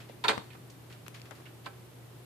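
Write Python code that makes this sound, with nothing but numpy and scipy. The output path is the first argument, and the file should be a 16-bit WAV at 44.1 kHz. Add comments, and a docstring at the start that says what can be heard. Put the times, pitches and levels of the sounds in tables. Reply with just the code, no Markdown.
"""Cat at a pet door

A cat paws a plastic flap in a small room: a push, a sharp clack as the catch snaps, a short rattle,
later a lighter knock on the frame. Knocks are decaying modes plus dense clatter (decaying noise).
Faint paw taps and dry ticks near the microphone are noise bursts; electrical hum and hiss lie below."""
import sys
import numpy as np
from scipy import signal
from scipy.fft import rfft, irfft, next_fast_len
from scipy.io import wavfile
from scipy.ndimage import uniform_filter1d

SR = 44100
rng = np.random.default_rng(int(sys.argv[2]) if len(sys.argv) > 2 else 0)


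def waveform_to_disk(signal):
    """Save audio, clipped to [-1, 1], as 16-bit WAV at the path in sys.argv[1]."""
    frames = np.transpose(np.atleast_2d(signal))
    scaled = np.clip(frames, -1, 1) * 32767
    samples = np.round(scaled).astype(np.int16)
    wavfile.write(sys.argv[1], SR, samples)


N = 99225

CONTACT_COHERENCE = 0.26  # left-right
# build-up of the plastic's vibration: f/Hz, time constant/s
PLASTIC_RISE = [(300, 0.013), (1200, 0.015), (3500, 0.0005), (10000, 0.0017)]


def amp(db):
    """Decibels to gain."""
    return 10 ** (np.asarray(db) / 20)


def lookup(points, hz):
    """Interpolate a table over log frequency."""
    f, value = np.transpose(points)
    return np.interp(np.log(hz + 1), np.log(f + 1), value)


def unit(x):
    """Unit energy per channel."""
    return x / np.sqrt(np.sum(x ** 2, axis=-1, keepdims=True) + 1e-20)


def add(mix, start_s, sound, pan_db):
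    """Mix in a stereo sound; pan is left minus right."""
    part = mix[:, round(start_s * SR):][:, :sound.shape[1]]
    part += sound[:, :part.shape[1]] * amp([[pan_db / 2], [-pan_db / 2]])


def colour(x, curve_db):
    """Minimum-phase filter with gain curve_db(hz)."""
    size = next_fast_len(2 * x.shape[1])
    hz = abs(np.fft.fftfreq(size, 1 / SR))
    log_gain = np.log(amp(np.maximum(curve_db(hz), -90)))
    response = np.exp(np.conj(signal.hilbert(log_gain)))
    return np.fft.ifft(np.fft.fft(x, size) * response).real[:, :x.shape[1]]


def noise(size, coherence):
    """White stereo noise, partly coherent."""
    left, other = np.exp(2j * np.pi * rng.random((2, size // 2 + 1)))
    right = coherence * left + np.sqrt(1 - coherence ** 2) * other
    return irfft([left, right], size) * np.sqrt(size)


def drift(rate_hz):
    """Slow random signal, unit variance."""
    lowpass = np.exp(-(np.fft.rfftfreq(N, 1 / SR) / rate_hz) ** 2)
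    slow = irfft(rfft(rng.standard_normal(N)) * lowpass, N)
    return slow / slow.std()


def dense_modes(t60_table, rise_table, coherence, stretch=1, size=24000):
    """Countless close modes as noise bands, each with its own rise and decay."""
    t, hz = np.arange(size) / SR, np.fft.rfftfreq(size, 1 / SR)
    centres_hz = np.geomspace(110, 14080, 15)
    spectrum, out = rfft(noise(size, coherence)), 0
    for centre_hz, one_hot in zip(centres_hz, np.eye(len(centres_hz))):
        band = lookup(list(zip(centres_hz, one_hot)), hz)
        rise = 1 - np.exp(-t / lookup(rise_table, centre_hz))
        decay = 1000 ** (-t / (stretch * lookup(t60_table, centre_hz)))
        out += unit(irfft(spectrum * band, size) * rise * decay) * np.linalg.norm(band)
    return unit(out)


def ring(modes, spread_rad, rise_scale, stretch=1):
    """Decaying modes; the higher ones reach the two microphones out of phase."""
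    t, out = np.arange(16000) / SR, 0
    stereo_hz = 550
    for (hz, db, t60_s), side in zip(modes, rng.choice([-1, 1], size=32)):
        offset_rad = side * spread_rad * (1 - np.exp(-hz / stereo_hz)) * np.array([[1], [-1]])
        rise = 1 - np.exp(-t / (rise_scale * lookup(PLASTIC_RISE, hz)))
        decay = 1000 ** (-t / (t60_s * stretch))
        out += amp(db) * rise * decay * np.sin(2 * np.pi * hz * t + offset_rad)
    return unit(out)


def clatter(spectrum, stretch, size=16000):
    """Dense ring of plastic, equalised to a spectrum; reaches the left microphone slightly later."""
    # plastic decay before stretch: f/Hz, t60/s
    plastic_t60 = [(150, 0.18), (600, 0.18), (1500, 0.12), (4000, 0.11), (8000, 0.15), (14000, 0.056)]
    left_lag_s = 0.00003
    raw = dense_modes(plastic_t60, PLASTIC_RISE, CONTACT_COHERENCE, stretch, size)
    power = abs(np.fft.fft(raw, next_fast_len(2 * size))) ** 2
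    raw_db = 10 * np.log10(uniform_filter1d(power, size=size // 110, mode="wrap") + 1e-9)
    shaped = colour(raw, lambda hz: lookup(spectrum, hz) - raw_db)
    delay = np.exp(-2j * np.pi * np.fft.rfftfreq(size, 1 / SR) * [[left_lag_s], [0]])
    return unit(irfft(rfft(shaped) * delay, size))


def contacts(rows, rise_s):
    """Brief noise bursts, each around one broad resonance."""
    t, out = np.arange(10000) / SR, np.zeros((2, N))
    for start_s, db, centre_hz, half_width_oct, t60_s, pan_db in rows:
        envelope = (1 - np.exp(-t / rise_s)) * 1000 ** (-t / t60_s)
        peak_db = lambda hz: -6 * abs(np.log2((hz + 1) / centre_hz) / half_width_oct) ** 1.64
        burst = colour(noise(t.size, CONTACT_COHERENCE) * envelope, peak_db)
        add(out, start_s, amp(db) * unit(burst), pan_db)
    return out


def hum():
    """Electrical hum: one sine wavering in pitch and level."""
    hum_hz, wander_hz, rms_db = 120.4, 1.8, -54
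    phase = 2 * np.pi * np.cumsum(hum_hz + wander_hz * drift(rate_hz=13.05)) / SR
    waver = 1 + 0.12 * drift(rate_hz=7.4)
    return amp(rms_db) * np.sqrt(2) * waver * np.sin(phase)


def hiss():
    """Steady rumble and hiss, nearly mono in the bass."""
    # noise spectrum: f/Hz, level/dB
    spectrum = [(20, -21), (40, -17.5), (65, -5), (100, 0), (150, 4), (190, -2), (270, -2.5), (360, 1),
                (500, -6), (800, -9.5), (1600, -15), (3500, -18.5), (6000, -24), (10000, -22.5),
                (14500, -22.5)]
    # left-right likeness: f/Hz, coherence
    coherence = [(60, 0.98), (300, 0.6), (800, 0.26), (2000, 0.083), (8000, 0.017)]
    rms_db = -53
    hz = np.fft.rfftfreq(N, 1 / SR)
    white = noise(N, lookup(coherence, hz))
    shaped = irfft(rfft(white) * amp(lookup(spectrum, hz)), N)
    return amp(rms_db) * np.sqrt(N) * unit(shaped)


def paw_taps():
    """A paw faintly taps and scuffs the door."""
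    # taps: t/s, level/dB, f/Hz, half-width/oct, t60/s, pan/dB
    taps = [(.001, -21.5, 1850, 1.12, 0.27, 0.5), (.089, -27, 2330, 0.91, 0.24, 4.5),
            (.095, -20, 484, .5, 0.036, -4), (.503, -26, 2420, 0.48, 0.14, -8),
            (.53, -29, 1790, 0.94, 0.09, 0), (.548, -25, 1020, 0.94, 0.088, -2),
            (.699, -28, 4170, 1, 0.098, -1), (.899, -23, 1780, 1.1, 0.35, -0.5),
            (.925, -26.5, 2870, 0.94, 0.052, 0), (1.063, -23.5, 1570, 1.06, 0.047, -1),
            (1.143, -19.5, 2140, 1.08, 0.22, 2), (1.254, -26, 1480, 1.25, 0.16, 2.5),
            (1.308, -20, 830, 1.15, 0.089, 12), (1.35, -27, 1490, 1.7, 0.3, 0),
            (1.399, -27, 780, 1.44, 0.15, 2), (1.455, -23, 1750, 0.86, 0.19, -1.5),
            (1.458, -28.5, 2760, 0.16, .11, -6), (1.644, -28.5, 2520, 0.88, 0.16, 2)]
    return contacts(taps, rise_s=0.00067)


def flap_knocks():
    """Paw blows excite the flap's modes, its clatter and a hollow note."""
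    # blows: t/s, level/dB, bass/dB, hollow/dB, treble/dB, ring/dB, t60 stretch, pan/dB
    blows = [(0.2392, -4.5, -0.5, 12.5, -2, -6.5, 0.38, 0), (0.2443, -3.5, -6.5, 4.5, -6.5, 1, 0.59, -6.5),
             (0.2816, 5.5, 4, 3, 0.5, -2, 0.87, -2)]
    # flap modes: f/Hz, level/dB, t60/s before stretch
    modes = [(300.5, -12, 0.26), (437.5, 2, 0.16), (555, -1.5, 0.12), (805, -11.5, 0.24), (910, -2.5, 0.24),
             (929.5, 5.5, 0.089), (1001, 6, 0.073), (1058, -0.5, 0.15), (1358, 6, .11), (1520, 8.5, 0.081),
             (1584, 0, .1), (2044, -10, 0.21), (2412, -4.5, 0.24), (2698, -12, 0.3), (3330, -2, 0.12),
             (3607, -4, .06), (3645, -1.5, 0.1), (3760, 1, 0.076), (4310, 4, .08)]
    # clatter of flap and frame: f/Hz, level/dB
    spectrum = [(40, -50), (120, -8.5), (300, -6.5), (700, -1.5), (1000, 0), (1700, 1), (2900, -3),
                (3700, -4), (4600, -2.5), (5400, -15.5), (8700, -15), (10500, -25), (15000, -28)]
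    bass_hz, treble_hz, hollow_hz, hollow_half_width_hz = 594, 2840, 990, 95
    out = np.zeros((2, N))
    for start_s, db, bass_db, hollow_db, treble_db, ring_db, stretch, pan_db in blows:
        blow = clatter(spectrum, stretch)
        blow += amp(ring_db) * ring(modes, spread_rad=0.53, rise_scale=0.42, stretch=stretch)
        tone_db = lambda hz: (bass_db / (1 + (hz / bass_hz) ** 4)
                              + hollow_db / (1 + ((hz - hollow_hz) / hollow_half_width_hz) ** 2)
                              + treble_db / (1 + (treble_hz / (hz + 1)) ** 4))
        add(out, start_s, amp(db) * colour(blow, tone_db), pan_db)
    return out


def flap_rattle():
    """The flap rattles to rest in irregular, fading touches."""
    # touch spectrum: f/Hz, level/dB
    spectrum = [(50, -11), (300, 7), (900, 7.5), (2000, -13), (4200, -3), (5500, -17), (14000, -23)]
    start_s, length_s, rate_hz, first_db, last_db = 0.2549, 0.14, 120, -14, -28.5
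    out = np.zeros((2, N))
    for offset_s, jitter in zip(np.arange(0, length_s, 1 / rate_hz), rng.random(size=40)):
        db = first_db + (last_db - first_db) * offset_s / length_s
        touch = amp(db) * clatter(spectrum, stretch=0.25, size=3000)
        add(out, start_s + offset_s + jitter / rate_hz, touch, pan_db=-1)
    return out


def catch_snap():
    """The catch snaps and rings high and short."""
    # catch modes: f/Hz, level/dB, t60/s
    modes = [(2655, -4, 0.016), (3285, -12, 0.067), (3670, -11, 0.0356), (3670, -8.5, 0.095),
             (4250, -17, .03)]
    out = np.zeros((2, N))
    snap = amp(-2) * ring(modes, spread_rad=0.7, rise_scale=0.067)
    add(out, start_s=0.2816, sound=snap, pan_db=5)
    return out


def close_ticks():
    """Dry ticks and bumps near the microphone."""
    # ticks: t/s, level/dB, f/Hz, half-width/oct, t60/s, pan/dB
    ticks = [(.3755, -11, 197, 1.18, 0.063, 8), (.3781, -11, 860, 1.24, 0.018, 9.5),
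             (1.0815, -21.5, 2520, 3.4, .005, 12.5), (1.1478, -33, 6100, 1.7, 0.0035, 0),
             (1.1975, -37, 2500, 0.87, 0.0073, 14), (1.2172, -27.5, 3000, 0.84, 0.0039, 7.5),
             (1.3098, -28, 2000, 1.9, 0.0091, 5)]
    return contacts(ticks, rise_s=0.00027)


def frame_knock():
    """A lighter knock: a click, then the frame's hollow ring."""
    # knock: t/s, level/dB, pan/dB
    knocks = [(1.6588, -13, -3)]
    # frame modes: f/Hz, level/dB, t60/s
    modes = [(390, -19, .1), (582, -12, 0.13), (797, -11, 0.17), (1053, 8, 0.039), (1317, -4, 0.096),
             (1546, -1, 0.062), (1700, -11, .09), (2340, -15, .09)]
    # frame clatter: f/Hz, level/dB
    spectrum = [(60, -8), (400, 1), (1300, -0.5), (2400, -3), (3500, -4.5), (4700, -7), (5600, -21.5),
                (8500, -18.5), (14000, -43)]
    ring_db, ring_delay_s = 0.5, 0.00307
    out = np.zeros((2, N))
    for start_s, db, pan_db in knocks:
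        add(out, start_s, amp(db) * clatter(spectrum, stretch=0.54), pan_db)
        ringing = amp(db + ring_db) * ring(modes, spread_rad=0.51, rise_scale=0.32)
        add(out, start_s + ring_delay_s, ringing, pan_db)
    return out


def room(x):
    """Short diffuse tail of the small room."""
    # room decay: f/Hz, t60/s
    t60_table = [(150, 0.35), (1000, 0.34), (4000, 0.35), (6000, 0.5), (12000, 0.45)]
    rise_table = [(100, 0.0064), (10000, 0.004)]  # f/Hz, time constant/s
    tail = dense_modes(t60_table, rise_table, coherence=0.1)
    return amp(-12.5) * signal.fftconvolve(x, tail, axes=1)[:, :N]


def scene():
    """Door sounds and ticks in the room, over hum and hiss."""
    steady = hum() + hiss()
    direct = close_ticks() + paw_taps() + frame_knock() + flap_knocks() + catch_snap() + flap_rattle()
    return steady + direct + room(direct)


def record(dry):
    """The recorder's band limit."""
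    cutoff_hz = 14550
    lowpass = signal.firwin(401, cutoff_hz, window=("kaiser", 7), fs=SR)
    return signal.oaconvolve(dry, lowpass[None], "same")


dry = scene()
out = record(dry)
waveform_to_disk(out)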